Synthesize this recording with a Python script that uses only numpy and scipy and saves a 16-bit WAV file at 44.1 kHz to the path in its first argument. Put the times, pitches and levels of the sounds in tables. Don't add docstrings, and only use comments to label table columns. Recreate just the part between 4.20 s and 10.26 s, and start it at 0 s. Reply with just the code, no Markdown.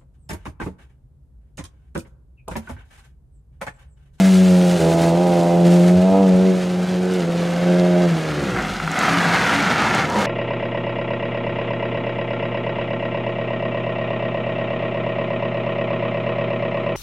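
import sys
import numpy as np
from scipy import signal
from scipy.fft import rfft, irfft
from scipy.io import wavfile
from scipy.ndimage import uniform_filter1d, map_coordinates

SR = 44100
rng = np.random.default_rng(int(sys.argv[2]) if len(sys.argv) > 2 else 0)


def transcribe(u):
    v = np.clip(np.atleast_2d(u).T, -1, 1)
    q = np.round(v * 32767).astype(np.int16)
    wavfile.write(sys.argv[1], SR, q)


N = 267238
TIME_S = np.arange(N) / SR


def undb(db):
    return 10 ** (np.asarray(db) / 20)


def curves(table):
    times, *columns = np.transpose(table)
    return [np.interp(TIME_S, times, column) for column in columns]


def colour(x, points):
    hz, db = np.transpose(points)
    bins_hz = np.maximum(np.arange(N + 1) * SR / (2 * N), 1)
    octaves_outside = np.abs(np.log2(bins_hz / np.clip(bins_hz, hz[0], hz[-1])))
    gain_db = np.interp(np.log(bins_hz), np.log(hz), db) - 20 * octaves_outside
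    return irfft(rfft(x, 2 * N) * undb(gain_db))[:N]


def butter(x, hz, kind):
    return signal.sosfilt(signal.butter(4, hz, kind, fs=SR, output="sos"), x)


def unit(x, band_hz=None):
    return x / np.std(x if band_hz is None else butter(x, band_hz, "bandpass"))


def ring(x, modes):
    return sum((-1) ** k * undb(db) * signal.lfilter(*signal.iirpeak(hz, hz / width, fs=SR), x)
               for k, (hz, width, db) in enumerate(modes))


def walk(rate_hz):
    return map_coordinates(rng.standard_normal(4096), [TIME_S * rate_hz], order=2, mode="wrap")


def swell(start_s, length_s, attack_s, release_s, sag_db_per_s=0):
    age = np.maximum(TIME_S - start_s, 0)
    release = np.exp(-np.maximum(age - length_s, 0) / release_s)
    return np.minimum(age / attack_s, 1) * release * undb(-sag_db_per_s * age)


def blend(tones, gains):
    return sum(gains[k] * tones[k] for k in tones) / np.sqrt(sum(g ** 2 for g in gains.values()))


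# freq_hz, density_db
RUMBLE_SPECTRUM = [(20, -23), (50, -19), (85, -4.5), (130, -3.5), (250, -1.5), (420, -5), (780, -5.5),
                   (1200, -15)]
# time_s, level_db
RUTS = [(0, -33), (2, -32), (3.2, -37.5), (5.1, -36), (5.6, -26), (6.06, -27)]


def rumble():
    rut_db, = curves(RUTS)
    return unit(colour(rng.standard_normal(N), RUMBLE_SPECTRUM)) * undb(rut_db + 2 * walk(3.882))


# centre_s, pitch_hz, width_hz, half_length_s, level_db
FLARES = [(0.643, 402, 17, 0.069, -22), (4.314, 180.6, 12, 0.055, -25.5), (4.672, 165, 10, 0.061, -26.5),
          (4.946, 276.5, 10.3, 0.049, -24.5), (5.032, 172.3, 5.55, 0.14, -22.5),
          (5.373, 282, 7.9, 0.058, -24), (5.984, 209.4, 13, 0.031, -20), (6.006, 507, 110, 0.086, -26.5),
          (5.965, 950, 69, 0.069, -24)]


def flares():
    out = np.zeros(N)
    for centre, hz, width, half_length, db in FLARES:
        phase = 2 * np.pi * np.cumsum(hz + width / 2 * walk(2 * width)) / SR
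        out += np.sqrt(2) * np.sin(phase) * undb(db) * np.exp(-((TIME_S - centre) / half_length) ** 2)
    return out


def strikes(table, modes, crumble_s, crumble):
    t = np.arange(2048) / SR
    out = np.zeros(N + len(t))
    for start, db in table:
        push = crumble * rng.standard_normal(len(t)) * np.exp(-t / crumble_s) - (t == 0)
        hit = ring(push, modes)
        out[int(start * SR):][:len(t)] += undb(db) * hit / np.abs(hit).max()
    return out[:N]


# start_s, relative_peak_db
KNOCKS = [(4.1193, -19), (4.3642, -14), (4.3879, -15), (4.6, -14.5), (4.6763, -8.5), (4.8351, -14)]
# pitch_hz, width_hz, level_db
PANEL_MODES = [(950, 83, -1), (1382.4, 172, 3), (1750, 290, -4.5), (2099, 170, -3)]
# start_s, relative_peak_db
PEBBLES = [(4.239, -28), (4.4226, -26), (4.7156, -20), (4.7902, -13), (5.4255, -23), (5.7486, -15),
           (5.9, -21), (5.9878, -23), (6.0201, -29)]


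def stones():
    knocks = strikes(KNOCKS, PANEL_MODES, crumble_s=0.0048, crumble=0.082)
    pebbles = strikes(PEBBLES, [(6600, 1700, 8), (11000, 2800, -10)], crumble_s=0.0018, crumble=0.79)
    return undb(0.5) * knocks + undb(-2.5) * pebbles


# start_s, length_s, splash_db, scrub_db
PUDDLES = [(-.05, 0.14, -39, -34.5), (-.05, .25, -36, -41), (.2, 0.374, -38, -40.5),
           (0.556, 0.32, -37, -37.5), (0.933, 0.53, -45.5, -44.5), (1.422, .27, -40, -39.5)]
# start_s, length_s, scrub_db, grit_db
SKIDS = [(4.309, .08, -21, -50), (4.66, 1.167, -21.5, -29.2), (5.855, 0.1655, -25.5, -32)]


def tyre_contact():
    on_gravel_s = np.clip(TIME_S - 1.85, 0, 2.4)
    scrub = undb(-43 + 4 * on_gravel_s)
    grit = undb(-41 + 1.47 * on_gravel_s)
    spray = undb(-47)
    for start, length, splash_db, scrub_db in PUDDLES:
        splash = swell(start, length, attack_s=0.043, release_s=0.029)
        scrub = np.hypot(scrub, splash * undb(scrub_db))
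        grit = np.hypot(grit, splash * undb(splash_db))
        spray = np.hypot(spray, splash * undb(splash_db - 1))
    for start, length, scrub_db, grit_db in SKIDS:
        slide = swell(start, length, attack_s=.16, release_s=0.043, sag_db_per_s=1.3)
        drying_db = 5 * (TIME_S - start)
        scrub = np.hypot(scrub, slide * undb(scrub_db))
        grit = np.hypot(grit, slide * undb(grit_db))
        spray = np.hypot(spray, slide * undb(grit_db - 8.5 - drying_db))
    return scrub, grit, spray


def grains(per_s, spread_db, smooth):
    size = undb(spread_db * np.minimum(rng.exponential(size=N), 5)) * rng.standard_normal(N)
    return unit(size * (rng.random(N) < per_s / SR)) + smooth * rng.standard_normal(N)


# freq_hz, density_db
SCRUB_SPECTRUM = [(60, -16), (120, -6), (200, 1.5), (400, -12), (520, -10), (740, -2.5), (1080, -8),
                  (1300, -2.5), (1560, -3.5), (1850, -7.5), (2120, -6.5), (2600, -16.5), (4000, -31)]
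GRIT_SPECTRUM = [(1800, -5.5), (2700, -0.5), (3200, -2.5), (4300, -6), (5500, -10.5), (6500, -11.5),
                 (9000, -28.5)]
SPRAY_SPECTRUM = [(4000, -5.5), (5800, -7.5), (6600, -5.5), (8500, -7), (10500, -12), (13000, -19),
                  (16000, -25)]


def tyres():
    scrub_gain, grit_gain, spray_gain = tyre_contact()
    judder_db = .9 * walk(55) + .55 * (walk(20.86) + walk(9.4))
    scrub = unit(colour(grains(3000, spread_db=2.5, smooth=1.0), SCRUB_SPECTRUM), band_hz=(1200, 2600))
    grit = unit(colour(grains(5000, spread_db=3.0, smooth=0.78), GRIT_SPECTRUM))
    spray = unit(colour(grains(3000, spread_db=4, smooth=1.5), SPRAY_SPECTRUM))
    direct = undb(judder_db) * (scrub * scrub_gain + grit * grit_gain + spray * spray_gain)
    delays_s = [delay * (1 + .15 * walk(1.5)) for delay in (.0019, .0046)]
    return direct + sum(.2 * np.interp(TIME_S - delay, TIME_S, direct) for delay in delays_s)


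def firings(turns, imbalance_db, scatter_db, jitter_s):
    count = np.arange(1, int(2 * turns[-1]))
    size_error, time_error = rng.standard_normal((1200, 2))[:len(count)].T
    size = undb(scatter_db * size_error - count % 2 * imbalance_db)
    position = np.interp(count / 2, turns, np.arange(N)) + SR * jitter_s * time_error
    fraction, whole = np.modf(np.clip(position, 0, N - 2))
    sample = whole.astype(int)
    return np.bincount(sample, size * (1 - fraction), N) + np.bincount(sample + 1, size * fraction, N)


# pitch_hz, width_hz, level_db
SILENCER_MODES = [(158.3, 16.6, 8.5), (202, 37.8, -1), (258.7, 20, -5), (359, 31, 1)]


def burble(turns, crank_hz):
    pulses = firings(turns, imbalance_db=15.0, scatter_db=2.5, jitter_s=0.00022)
    ringing = butter(ring(pulses, SILENCER_MODES), 150, "high")
    running_rms = np.sqrt(uniform_filter1d(ringing ** 2, size=4000) + 1e-18)
    return ringing / running_rms * undb(-31 + 0.4757 * (crank_hz - 55.18))


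def gas(turns, effort_db, revs_hz, ragged):
    rush = unit(colour(rng.standard_normal(N), [(200, -1.0), (400, 2.5), (750, -3.5), (1400, -31)]))
    puffs = 1 + .5 * np.cos(4 * np.pi * turns)
    return rush * puffs * undb(-31 + 0.24 * effort_db - revs_hz - 12.5 * ragged)


# start_s, length_s, level_db
THROBS = [(.1, 0.68, -40.5), (1.659, 0.26, -42)]


def throb(tone, boom_db, ragged):
    loaded = sum(undb(db) * swell(start, length, attack_s=0.1, release_s=.12)
                 for start, length, db in THROBS)
    coasting = ragged * undb(-39)
    return tone * (undb(boom_db - 36) + loaded + coasting) * undb(4.3 * walk(22))


# freq_hz, level_db
RASP_SPECTRUM = [(600, -9), (700, -20), (790, 5.5), (880, -5.5), (1000, -5), (1100, -24), (1240, -8.5),
                 (1450, -41), (1800, -38)]
PASS_S, CLOSEST_M, SPEED_M_S, TURN_M = 1, 4.1, 16.4, 18.1


def rasp(tones, crank_hz, effort_db):
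    distance_m = np.minimum(np.hypot(CLOSEST_M, SPEED_M_S * (TIME_S - PASS_S)), TURN_M)
    distance_db = 20 * np.log10(CLOSEST_M / distance_m)
    gains = {k: undb(np.interp(k * crank_hz, *np.transpose(RASP_SPECTRUM))) for k in tones}
    return blend(tones, gains) * undb(-6.5 + effort_db + 0.77 * distance_db)


# time_s, pitch_hz
HOWL = [(0.0, 623), (0.21, 560), (0.67, 553), (0.74, 637), (1.17, 545), (1.21, 603), (1.57, 556.6),
        (1.89, 620), (2.0, 549.3), (3.06, 480), (3.79, 602), (3.95, 513)]
GROWL_HZ, GROWL_HALF_WIDTH_HZ, GROWL_DB = 291, 8.9, -15


def pipe(tones, crank_hz, effort_db, revs_hz, ragged):
    howl_hz, = curves(HOWL)
    half_width_hz = 69 * undb(0.53 * effort_db)
    floor = 0.2 * undb(.5 * effort_db)
    odd_db = -1 + 1.2 * revs_hz + 0.16 * effort_db
    gains = {}
    for k in tones:
        hz = k * crank_hz
        howl = floor + 1 / (1 + ((hz - howl_hz) / half_width_hz) ** 2)
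        passband = (k != 4) / np.hypot(1, (hz / 730) ** 14)
        growl = undb(GROWL_DB) / (1 + ((hz - GROWL_HZ) / GROWL_HALF_WIDTH_HZ) ** 2)
        gains[k] = undb(k % 2 * odd_db) * (howl * passband + growl * (1 - ragged))
    return blend(tones, gains)


# time_s, crank_hz
CRANK = [(0.0, 95.4), (0.56, 88.16), (0.61, 82.5), (0.93, 83.84), (1.03, 89.8), (1.21, 85.86), (1.69, 88),
         (2.01, 97.44), (2.13, 91.5), (2.26, 93.8), (2.5, 89.6), (2.95, 92.2), (3.05, 84.86), (3.53, 88.55),
         (3.81, 88.7), (4.2, 71.57), (4.6, 42.08), (4.93, 55.98), (6.06, 49.3)]
# time_s, boom_db, drone_db, pipe_db
EXHAUST_LEVELS = [(0.0, -11.5, -47, -25.5), (0.14, -10, -25.5, -31.5), (0.33, -11.5, -25, -24),
                  (0.55, -16.5, -28.5, -23.5), (0.64, -19, -25.0, -22), (0.95, -17.5, -24.5, -22),
                  (1.3, -19.0, -25, -21), (1.48, -11.5, -21.0, -22), (1.76, -12, -24, -24),
                  (1.98, -16.5, -36, -15.5), (2.1, -11.5, -27.5, -22.0), (2.3, -14, -20.5, -23.0),
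                  (2.42, -22, -32, -32.5), (2.65, -19, -31.5, -33.5), (2.96, -22, -21.5, -28),
                  (3.06, -22, -33.5, -28.5), (3.38, -21.5, -38, -28), (3.5, -16.0, -24.5, -22.5),
                  (3.85, -16.5, -23, -22), (3.93, -16, -30.5, -36), (4.08, -45, -35, -31.5),
                  (4.6, -38, -39, -40)]
# centre_s, half_length_s, depth_db
CUTS = [(0.588, 0.016, 8), (2.667, .015, 7.5), (3.9, 0.0096, 4), (4.034, 0.0097, 5), (4.17, .03, 3)]
CRUISE_HZ, CRUISE_DB = 88, -22
FADE_S, FADE_DB_PER_S = 4.52, 74


def engine():
    crank_hz, = curves(CRANK)
    boom_db, drone_db, pipe_db = curves(EXHAUST_LEVELS)
    effort_db = pipe_db - CRUISE_DB
    revs_hz = np.maximum(crank_hz - CRUISE_HZ, -6)
    ragged = np.clip((84 - crank_hz) / 14, 0, 1)
    cut_db = sum(db * np.exp(-((TIME_S - centre) / half_length) ** 2) for centre, half_length, db in CUTS)
    firing = undb(-cut_db - FADE_DB_PER_S * np.maximum(TIME_S - FADE_S, 0))
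    turns = np.cumsum(crank_hz * (1 + 0.0043 * walk(24.81))) / SR
    force = np.interp(turns, np.arange(600), rng.standard_normal(600))

    def order(k):
        flutter_db = .1 * k * force + (.08 * k + 1.5 * ragged) * walk(40) + .12 * k * walk(5)
        lag = .2 * k ** 2 - 2 * k + .7 * (k % 2) + .025 * k * walk(30) + .06 * k * walk(3)
        return np.sqrt(2) * np.cos(2 * np.pi * k * turns - lag) * undb(flutter_db)

    tones = {k: order(k) for k in range(3, 20)}
    tailpipe = pipe(tones, crank_hz, effort_db, revs_hz, ragged) + rasp(tones, crank_hz, effort_db)
    drone = order(4) * undb(drone_db - 3 * ragged)
    overtones = drone + tailpipe * undb(pipe_db) + gas(turns, effort_db, revs_hz, ragged)
    burbling = burble(turns, crank_hz) * ragged
    throbbing = throb(order(0.99), boom_db, ragged)
    boom = order(2) * undb(boom_db + (8.5 * walk(24) - 4) * ragged)
    return (throbbing + boom) * firing + burbling, overtones * firing


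def echo(x, decay_s):
    t = np.arange(SR // 2) / SR
    tail = rng.standard_normal((2, len(t))) * np.exp(-t / decay_s) * (t > .02)
    return signal.fftconvolve(x[None], tail / np.linalg.norm(tail[0]), axes=1)[:, :N]


def scene():
    lows, overtones = engine()
    ground = rumble() + tyres() + stones() + flares()
    sides = np.array([[1], [-1]])
    exhaust = lows * undb(0.34 * sides) + overtones * undb(-1.25 * sides)
    scatter_spectrum = [(30, -3), (300, -24), (1200, -24.5), (8000, -42.5), (14000, -23)]
    scattered = colour(np.roll(ground, SR // 150), scatter_spectrum) * sides
    return exhaust + ground + scattered + undb(-17.5) * echo(overtones + .5 * lows, decay_s=0.072)


def record(dry):
    return signal.sosfilt(signal.ellip(10, .2, 80, 15750, fs=SR, output="sos"), dry)


dry = scene()
out = record(dry)
transcribe(out)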